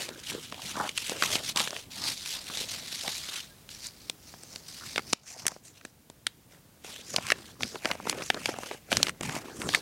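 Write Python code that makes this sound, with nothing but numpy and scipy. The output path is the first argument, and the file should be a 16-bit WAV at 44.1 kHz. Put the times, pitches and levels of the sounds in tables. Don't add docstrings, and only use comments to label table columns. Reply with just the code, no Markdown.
import sys
import numpy as np
from scipy import signal
from scipy.fft import rfft, irfft
from scipy.io import wavfile
from scipy.ndimage import uniform_filter1d

SR = 44100
rng = np.random.default_rng(int(sys.argv[2]) if len(sys.argv) > 2 else 0)


def boost_factor(decibels):
    exponent = np.asarray(decibels, float) / 20
    return 10 ** exponent


def transcribe(u):
    v = np.clip(np.atleast_2d(u).T, -1, 1)
    q = np.round(v * 32767).astype(np.int16)
    wavfile.write(sys.argv[1], SR, q)


N = 432621

# frequency in Hz, relative level in dB.
HISS_SPECTRUM = [(15, -36.5), (25, -29), (43, -5.5), (153, -3.5), (416, -12.5), (1520, -21), (13600, -24),
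                 (14800, -26), (16000, -23.5)]
# time in seconds, gain in dB.
HUSH_DRIFT = [(0, 2.5), (5.13, 3), (5.15, -10), (5.4, -4), (6.7, -1), (9.81, 1)]
# peak time in seconds, 10 dB rise in seconds,
# 10 dB fall in seconds, peak level in dB.
WEIGHT_SHIFTS = [(0.118, 0.318, 0.044, -59.5), (0.34, 0.076, 0.074, -48), (0.784, 0.39, 0.229, -51),
                 (1.377, 0.29, 0.11, -49), (1.586, 0.36, 0.1, -51.5), (2.077, 0.22, 0.099, -50.5),
                 (2.7, 0.51, 0.42, -55.0), (4.981, 0.064, 0.027, -56), (5.121, 0.349, 0.035, -54),
                 (5.427, 0.047, 0.049, -51), (5.667, 0.022, 0.18, -65.5), (7.354, 0.39, 0.19, -52.5),
                 (7.62, 0.022, 0.043, -39.5), (8.153, 0.43, 0.057, -51.5), (8.497, 0.203, 0.11, -46),
                 (8.95, 0.047, 0.14, -40.5), (9.225, 0.018, 0.16, -39.5), (9.677, 0.096, 0.09, -40)]
# frequency in Hz, relative level in dB.
BEDDING_SPECTRUM = [(25, -25), (60, -8), (110, 1), (260, -2.5), (700, -24), (4000, -91)]
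# peak time in seconds, 10 dB rise in seconds,
# 10 dB fall in seconds, peak level in dB, hollow ring in Hz.
BOX_RUBS = [(0.0, 0.014, 0.2, -46, 400.0), (0.345, 0.035, 0.05, -42, 420.0),
            (0.541, 0.023, 0.251, -51.5, 700.0), (0.808, 0.044, 0.053, -28.5, 930.0),
            (1.112, 0.019, 0.15, -42.5, 450.0), (1.235, 0.018, 0.058, -43, 1490.0),
            (1.366, 0.16, 0.065, -43, 600.0), (1.572, 0.019, 0.08, -37.5, 1010),
            (1.791, 0.29, 0.017, -49.5, 500.0), (2.116, 0.14, 0.023, -45.5, 900.0),
            (2.35, 0.044, 0.069, -51.5, 890.0), (2.616, 0.17, 0.04, -48.5, 450.0),
            (2.791, 0.14, 0.053, -53.5, 600.0), (3.06, 0.025, 0.047, -42, 700.0),
            (3.348, 0.13, 0.069, -50, 1280.0), (4.55, 0.092, 0.072, -59.5, 560.0),
            (4.821, 0.014, 0.046, -47, 1330), (4.969, 0.07, 0.12, -59, 600.0),
            (5.468, 0.18, 0.091, -53.5, 700.0), (5.825, 0.22, 0.11, -67.0, 500.0),
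            (6.548, 0.051, 0.051, -61.5, 450.0), (6.892, 0.045, 0.14, -54.5, 750.0),
            (7.176, 0.061, 0.016, -48, 600.0), (7.307, 0.109, 0.034, -43.5, 1400.0),
            (7.403, 0.44, 0.185, -51.5, 338), (7.621, 0.027, 0.061, -49, 520.0),
            (7.749, 0.03, 0.026, -45, 470.0), (7.879, 0.047, 0.086, -42.0, 750.0),
            (8.083, 0.05, 0.034, -50, 450.0), (8.179, 0.092, 0.061, -37.5, 440.0),
            (8.363, 0.044, 0.045, -40.0, 400.0), (8.464, 0.032, 0.231, -46.5, 674),
            (8.724, 0.064, 0.031, -42, 444), (8.913, 0.023, 0.16, -43, 554),
            (9.007, 0.069, 0.085, -42.0, 414), (9.222, 0.016, 0.15, -47.5, 360.0),
            (9.349, 0.053, 0.046, -39.0, 930.0), (9.484, 0.074, 0.18, -44.5, 340.0),
            (9.638, 0.049, 0.25, -41, 370.0), (9.758, 0.045, 0.017, -45, 1470.0)]
# frequency in Hz, relative level in dB.
BOX_SPECTRUM = [(60, -64.5), (200, 5), (320, -2.5), (1100, -2.5), (1700, -1.5), (3500, -36), (12000, -90.5)]
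# peak time in seconds, 10 dB rise in seconds,
# 10 dB fall in seconds, peak level in dB, rustle centre in Hz.
SHEET_STROKES = [(0.034, 0.43, 0.05, -37, 3360), (0.185, 0.013, 0.03, -48.0, 3280),
                 (0.299, 0.05, 0.074, -38, 3450), (0.416, 0.54, 0.62, -49, 3390.0),
                 (0.444, 0.044, 0.026, -45, 3490.0), (0.684, 0.073, 0.18, -40, 3500),
                 (0.896, 0.087, 0.023, -40, 2900.0), (0.961, 0.014, 0.23, -39.5, 2980),
                 (1.086, 0.094, 0.092, -39.5, 3030.0), (1.237, 0.038, 0.04, -30.5, 2860.0),
                 (1.355, 0.15, 0.038, -30.5, 3230), (1.493, 0.071, 0.024, -32, 3740),
                 (1.573, 0.015, 0.1, -29.5, 3440), (1.762, 0.043, 0.068, -40.5, 3200),
                 (1.919, 0.01, 0.154, -39, 3880), (2.048, 0.044, 0.1, -30.5, 4130.0),
                 (2.347, 0.17, 0.053, -35.5, 3990), (2.49, 0.03, 0.03, -48.5, 3600.0),
                 (2.611, 0.16, 0.051, -35.5, 3600), (2.705, 0.035, 0.13, -36, 3800.0),
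                 (3.067, 0.24, 0.27, -36.5, 3900.0), (3.362, 0.085, 0.066, -36.0, 3540),
                 (3.709, 0.014, 0.14, -47, 4270), (3.862, 0.053, 0.032, -39.5, 4540),
                 (4.084, 0.16, 0.037, -53.5, 4200), (4.294, 0.076, 0.088, -51, 5150),
                 (4.569, 0.18, 0.057, -48, 5470.0), (4.71, 0.068, 0.33, -46.5, 4400),
                 (4.894, 0.13, 0.079, -44.5, 4490.0), (4.98, 0.024, 0.025, -47, 3000.0),
                 (5.126, 0.068, 0.016, -44, 5100), (5.3, 0.046, 0.058, -45, 6300.0),
                 (5.391, 0.021, 0.051, -44, 5200.0), (5.509, 0.128, 0.061, -47.5, 5600.0),
                 (5.661, 0.027, 0.057, -53, 7600), (5.766, 0.025, 0.039, -56.5, 3160),
                 (5.863, 0.036, 0.041, -59.0, 4540), (6.274, 0.0064, 0.024, -55, 3590.0),
                 (6.53, 0.032, 0.06, -60.5, 1920), (6.872, 0.031, 0.21, -44.5, 3260),
                 (7.141, 0.089, 0.053, -41.0, 6200.0), (7.261, 0.085, 0.27, -52.5, 4740),
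                 (7.31, 0.086, 0.01, -36.0, 2400.0), (7.504, 0.337, 0.026, -54.5, 3000.0),
                 (7.625, 0.019, 0.137, -40.5, 4950), (7.886, 0.084, 0.062, -42, 2150.0),
                 (8.108, 0.053, 0.019, -36.5, 2300.0), (8.224, 0.27, 0.304, -48, 2500.0),
                 (8.26, 0.051, 0.043, -42, 8600.0), (8.486, 0.081, 0.058, -40.5, 2730),
                 (8.723, 0.15, 0.041, -42.5, 2830), (8.918, 0.012, 0.087, -33, 3420),
                 (9.091, 0.16, 0.015, -42.0, 2290.0), (9.233, 0.0068, 0.1, -39.5, 2550),
                 (9.367, 0.099, 0.044, -39, 2100.0), (9.483, 0.064, 0.059, -51.5, 2400.0),
                 (9.62, 0.04, 0.05, -44, 8200.0), (9.739, 0.051, 0.045, -34.5, 2800.0),
                 (9.761, 0.17, 0.028, -39, 8160)]
# frequency in Hz, relative level in dB.
SHEET_SPECTRUM = [(500, -14.5), (1200, -8.5), (2200, -2), (3500, -4.5), (6000, -1), (9000, -5.5),
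                  (13000, -13), (15500, -23)]
# time in seconds, facet peak in dB, facet ring in Hz,
# thud in dB relative to that peak, crack in dB relative to that peak.
CREASE_SNAPS = [(0.09, -23, 3750, -6, -5), (.524, -23, 2950, -4, -19), (.544, -26, 3100, -11, -16),
                (0.619, -27.5, 4060, -13, -15), (0.822, -31, 1300, -16, -24), (.892, -18.5, 2800, -19, -6),
                (.977, -12, 3380, -28, -1.5), (0.981, -13.5, 3080, -22, -9), (1.096, -14.5, 3300, -9.5, -6),
                (1.224, -6, 1770, -15, -31), (1.237, -12.5, 2570, -14, -23),
                (1.355, -11.5, 3570, -10.5, -23), (1.561, -11.5, 3580, -12, -7),
                (1.573, -12, 3750, -36, -13), (1.597, -12, 3500, -30, -4), (1.603, -9, 3170, -14, -13.5),
                (1.675, -16.5, 2700, -10, -22), (1.707, -17.5, 5000, -16, -27),
                (1.765, -19.5, 2560, -16, -21), (2.5, -31, 1290, -2, -12), (2.573, -17, 3830, -17, -11),
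                (2.638, -27, 4000, -20, -10), (2.927, -20, 3830, -18, -27), (3.011, -23, 4450, -30, -5),
                (3.079, -12.5, 3120, -13, -14), (3.288, -23, 3580, -16, -22), (3.691, -29, 4230, -35, -9),
                (3.869, -35, 4900, -29.5, 13.5), (4.098, -13.5, 3950, -18.5, -5),
                (4.34, -48.5, 1500, 16, -7), (4.435, -32, 5360, -10, 2), (4.56, -20, 4900, -19, -30),
                (4.96, -17.5, 2930, -10, -21), (4.98, -11.5, 1530, -7.5, -37), (4.994, -26.5, 1700, 0, -14),
                (5.128, -17.5, 3650, -9.5, -1), (5.132, -3, 4500, -12, -15), (5.455, -28, 2170, 0, -18),
                (5.467, -10.5, 6100, -19, 6), (5.481, -11, 5360, -35, -5), (5.518, -33.5, 1490, -1, -1),
                (5.564, -48, 1500, 13, -9), (5.812, -37, 1610, -11.5, -10), (5.851, -29.5, 2400, -5, 0),
                (6.1, -38.5, 2940, 3, 4), (6.268, -7, 3000, -24, -7), (6.846, -35.5, 2300, 0, 1),
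                (7.143, -25, 1320, -1, -14), (7.163, -3.5, 3800, -18, -12), (7.184, -25, 1800, 5, -21),
                (7.268, -19, 5100, -23, -3), (7.303, -6, 1940, -18, -26), (7.32, -5, 2080, -10, -10),
                (7.608, -27.5, 1880, 1.5, -8), (7.633, -8.5, 3330, -18.5, -28),
                (7.757, -29.5, 1510, 6, -18), (7.848, -20.5, 1690, -0.5, -22),
                (7.856, -10.5, 2100, -6.5, -36), (7.914, -11, 2100, -9.5, -36), (7.953, -36, 1500, 7, -15),
                (8.001, -44, 1400, 17.5, -17), (8.055, -39, 2000, 9, -10), (8.072, -30, 2900, 12.5, -14),
                (8.097, -7, 5000, -21, -3), (8.128, -24, 1910, 0.5, -24), (8.186, -26, 2680, -15, -22),
                (8.222, -22.5, 2140, -3, -10), (8.302, -7, 2320, -5, -25), (8.345, -18, 3120, -6, -28),
                (8.458, -9, 3450, -14, -14), (8.491, -21, 1360, 5, -20), (8.541, -32.5, 1500, 0, -13),
                (8.587, -33, 2500, 10, 4.5), (8.634, -26.5, 1400, -5, -13), (8.713, -26.5, 1720, 4.5, -17),
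                (8.918, -14, 2050, -3.5, -5), (8.928, -6.5, 2550, -10.5, -23), (8.97, -3.5, 5160, -22, -17),
                (9.03, -3.5, 4440, -28, -8.5), (9.069, -15.5, 2670, -14, -30),
                (9.084, -19, 2900, -5.5, -15), (9.094, -17, 1940, -16, -6), (9.21, -22, 2100, -2, 0.5),
                (9.233, -25.5, 2650, 0, 0), (9.295, -18.5, 1820, -10, -24), (9.346, -32.5, 1400, 8.5, -14),
                (9.365, -34.5, 1400, 12.5, -11), (9.618, -17.5, 1640, -11.5, -10),
                (9.69, -13, 2750, -6.5, -23), (9.738, -17.5, 1770, -14, -9), (9.748, -5.5, 2240, -20, -6)]
# frequency in Hz, time to fall 60 dB in seconds.
ROOM_DECAY = [(300, 0.1), (3000, 0.29), (12000, 0.064)]


def evened(x):
    return x / np.sqrt(np.mean(x ** 2) + 1e-20)


def read(points, hz):
    point_hz, value = np.transpose(points)
    return np.interp(np.log(hz + 1), np.log(point_hz + 1), value)


def coloured(x, spectrum):
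    gain = boost_factor(read(spectrum, np.fft.rfftfreq(N, 1 / SR)))
    return evened(irfft(rfft(x) * gain, N))


def add(mix, s, sound):
    part = mix[round(s * SR):][:len(sound)]
    part += sound[:len(part)]


def hands(rows, t):
    peak_s, rise_s, fall_s, db = np.transpose(rows)[:4, :, None]
    side_s = np.maximum(np.where(t < peak_s, rise_s, fall_s), .004)
    away = abs(t - peak_s) / side_s
    curve = 1.66
    return boost_factor(np.maximum(db - 10 * away ** curve, -150)) ** 2


def lumps(hz):
    slow = signal.sosfilt(signal.butter(2, hz, fs=SR, output="sos"), rng.standard_normal(N))
    return np.clip(evened(slow), -2, 2)


def grains(per_s, spread_db, ring_s, clump_db, clump_hz):
    struck = rng.random(N) < per_s / SR
    size = boost_factor(spread_db * np.minimum(rng.exponential(1, N), 4)) * struck
    power = signal.lfilter([1], [1, -np.exp(-1 / (ring_s * SR))], size ** 2)
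    power = abs(uniform_filter1d(power, size=30))
    envelope = np.sqrt(power / power.mean() + 0.43) * boost_factor(clump_db * lumps(clump_hz))
    return evened(envelope * rng.standard_normal(N))


def stroked(rows, slips, body, hump_db, hump_octaves, patchy_db, size):
    overlap = size - 64
    hz, t, z = signal.stft(slips, SR, nperseg=size, noverlap=overlap)
    power = hands(rows, t)
    total = power.sum(0)
    centre_octave = np.log2(np.array(rows)[:, -1]) @ power / total
    octaves = np.log2(hz[:, None] + 1) - centre_octave
    hump = hump_db * np.exp(-(octaves / hump_octaves) ** 2)
    patches = uniform_filter1d(uniform_filter1d(rng.standard_normal(z.shape), 20, 1), 4, 0)
    colour = boost_factor(read(body, hz)[:, None] + hump + patchy_db * evened(patches))
    colour /= np.sqrt(np.mean(colour ** 2, 0))
    sound = evened(signal.istft(z * colour, SR, nperseg=size, noverlap=overlap)[1][:N])
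    return sound * np.interp(np.arange(N) / SR, t, np.sqrt(total))


def hush():
    t = np.arange(N) / SR
    hiss = boost_factor(-58) * coloured(rng.standard_normal(N), HISS_SPECTRUM)
    whine = np.sqrt(2) * boost_factor(-77) * np.sin(2 * np.pi * 14994 * t)
    return (hiss + whine) * boost_factor(np.interp(t, *np.transpose(HUSH_DRIFT)))


def bedding():
    slips = grains(per_s=50, spread_db=1.8, ring_s=.012, clump_db=1.3, clump_hz=12)
    t = np.arange(0, N + 64, 64) / SR
    resting_db = -65.5
    level = np.sqrt(hands(WEIGHT_SHIFTS, t).sum(0) + boost_factor(resting_db) ** 2)
    return coloured(slips, BEDDING_SPECTRUM) * np.interp(np.arange(N) / SR, t, level)


def box():
    slips = grains(per_s=220, spread_db=3.5, ring_s=0.0015, clump_db=2.2, clump_hz=49)
    return stroked(BOX_RUBS, slips, BOX_SPECTRUM, hump_db=12, hump_octaves=.65, patchy_db=3.2, size=512)


def squeak():
    start_s, hz, peak_db, length_s = 3.487, 1620, -57, .06
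    t, out = np.arange(0, length_s, 1 / SR), np.zeros(N)
    add(out, start_s, boost_factor(peak_db) * np.hanning(len(t)) * np.sin(2 * np.pi * hz * t))
    return out


def rustle():
    slips = grains(per_s=300, spread_db=1.9, ring_s=.002, clump_db=1.2, clump_hz=35)
    return stroked(SHEET_STROKES, slips, SHEET_SPECTRUM, hump_db=8, hump_octaves=.42, patchy_db=2.05, size=256)


def burst(noise, lo_hz, hi_hz, length_s):
    t = (np.arange(len(noise)) - len(noise) // 2) / SR
    swell = boost_factor(np.where(t < 0, 65, -19) * t / length_s)
    kick = (noise + 6.2 * (t == 0)) * swell
    edges = np.clip([lo_hz, hi_hz], 30, .45 * SR)
    rung = signal.sosfilt(signal.butter(2, edges, "bandpass", fs=SR, output="sos"), kick)
    return rung / abs(rung).max()


def snaps():
    out = np.zeros(N)
    noises = rng.standard_normal((len(CREASE_SNAPS), 3, 2000))
    for (s, db, hz, thud_db, crack_db), noise in zip(CREASE_SNAPS, noises):
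        length_s = 4.82 * (3000 / hz) ** 0.31 / 1000
        facets = burst(noise[0], 0.63 * hz, 1.314 * hz, length_s)
        facets = facets + 0.98 * burst(noise[0], 1200, 4740, length_s / 1.2)
        push = boost_factor(thud_db) * burst(noise[1], 160, 960, length_s)
        crack = boost_factor(crack_db) * burst(noise[2], 5800, 9100, length_s / 1.2)
        add(out, s - 1000 / SR, boost_factor(db) * (facets / abs(facets).max() + push + crack))
    return out


def room(x):
    taps = np.zeros(SR // 2)
    at = np.arange(400, SR // 2 - 20, 20)
    taps[at + rng.integers(0, 20, len(at))] = rng.choice([-1., 1.], len(at))
    hz, t, z = signal.stft(taps, SR, nperseg=256)
    decay = boost_factor(-60 * t / read(ROOM_DECAY, hz)[:, None])
    tail = signal.istft(z * decay, SR, nperseg=256)[1]
    return signal.oaconvolve(x, tail / np.linalg.norm(tail))[:N]


def scene():
    near = rustle() + snaps() + box() + squeak()
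    return (near + boost_factor(-33.0) * room(near) + bedding() + hush())[None]


def top_cut(x):
    return signal.sosfilt(signal.butter(12, 16810, fs=SR, output="sos"), x)


def record(dry):
    edge = signal.firwin(301, 16050, window=("kaiser", 8), fs=SR)
    mix = signal.oaconvolve(dry, edge[None], "same")
    return top_cut(mix)


dry = scene()
out = record(dry)
transcribe(out)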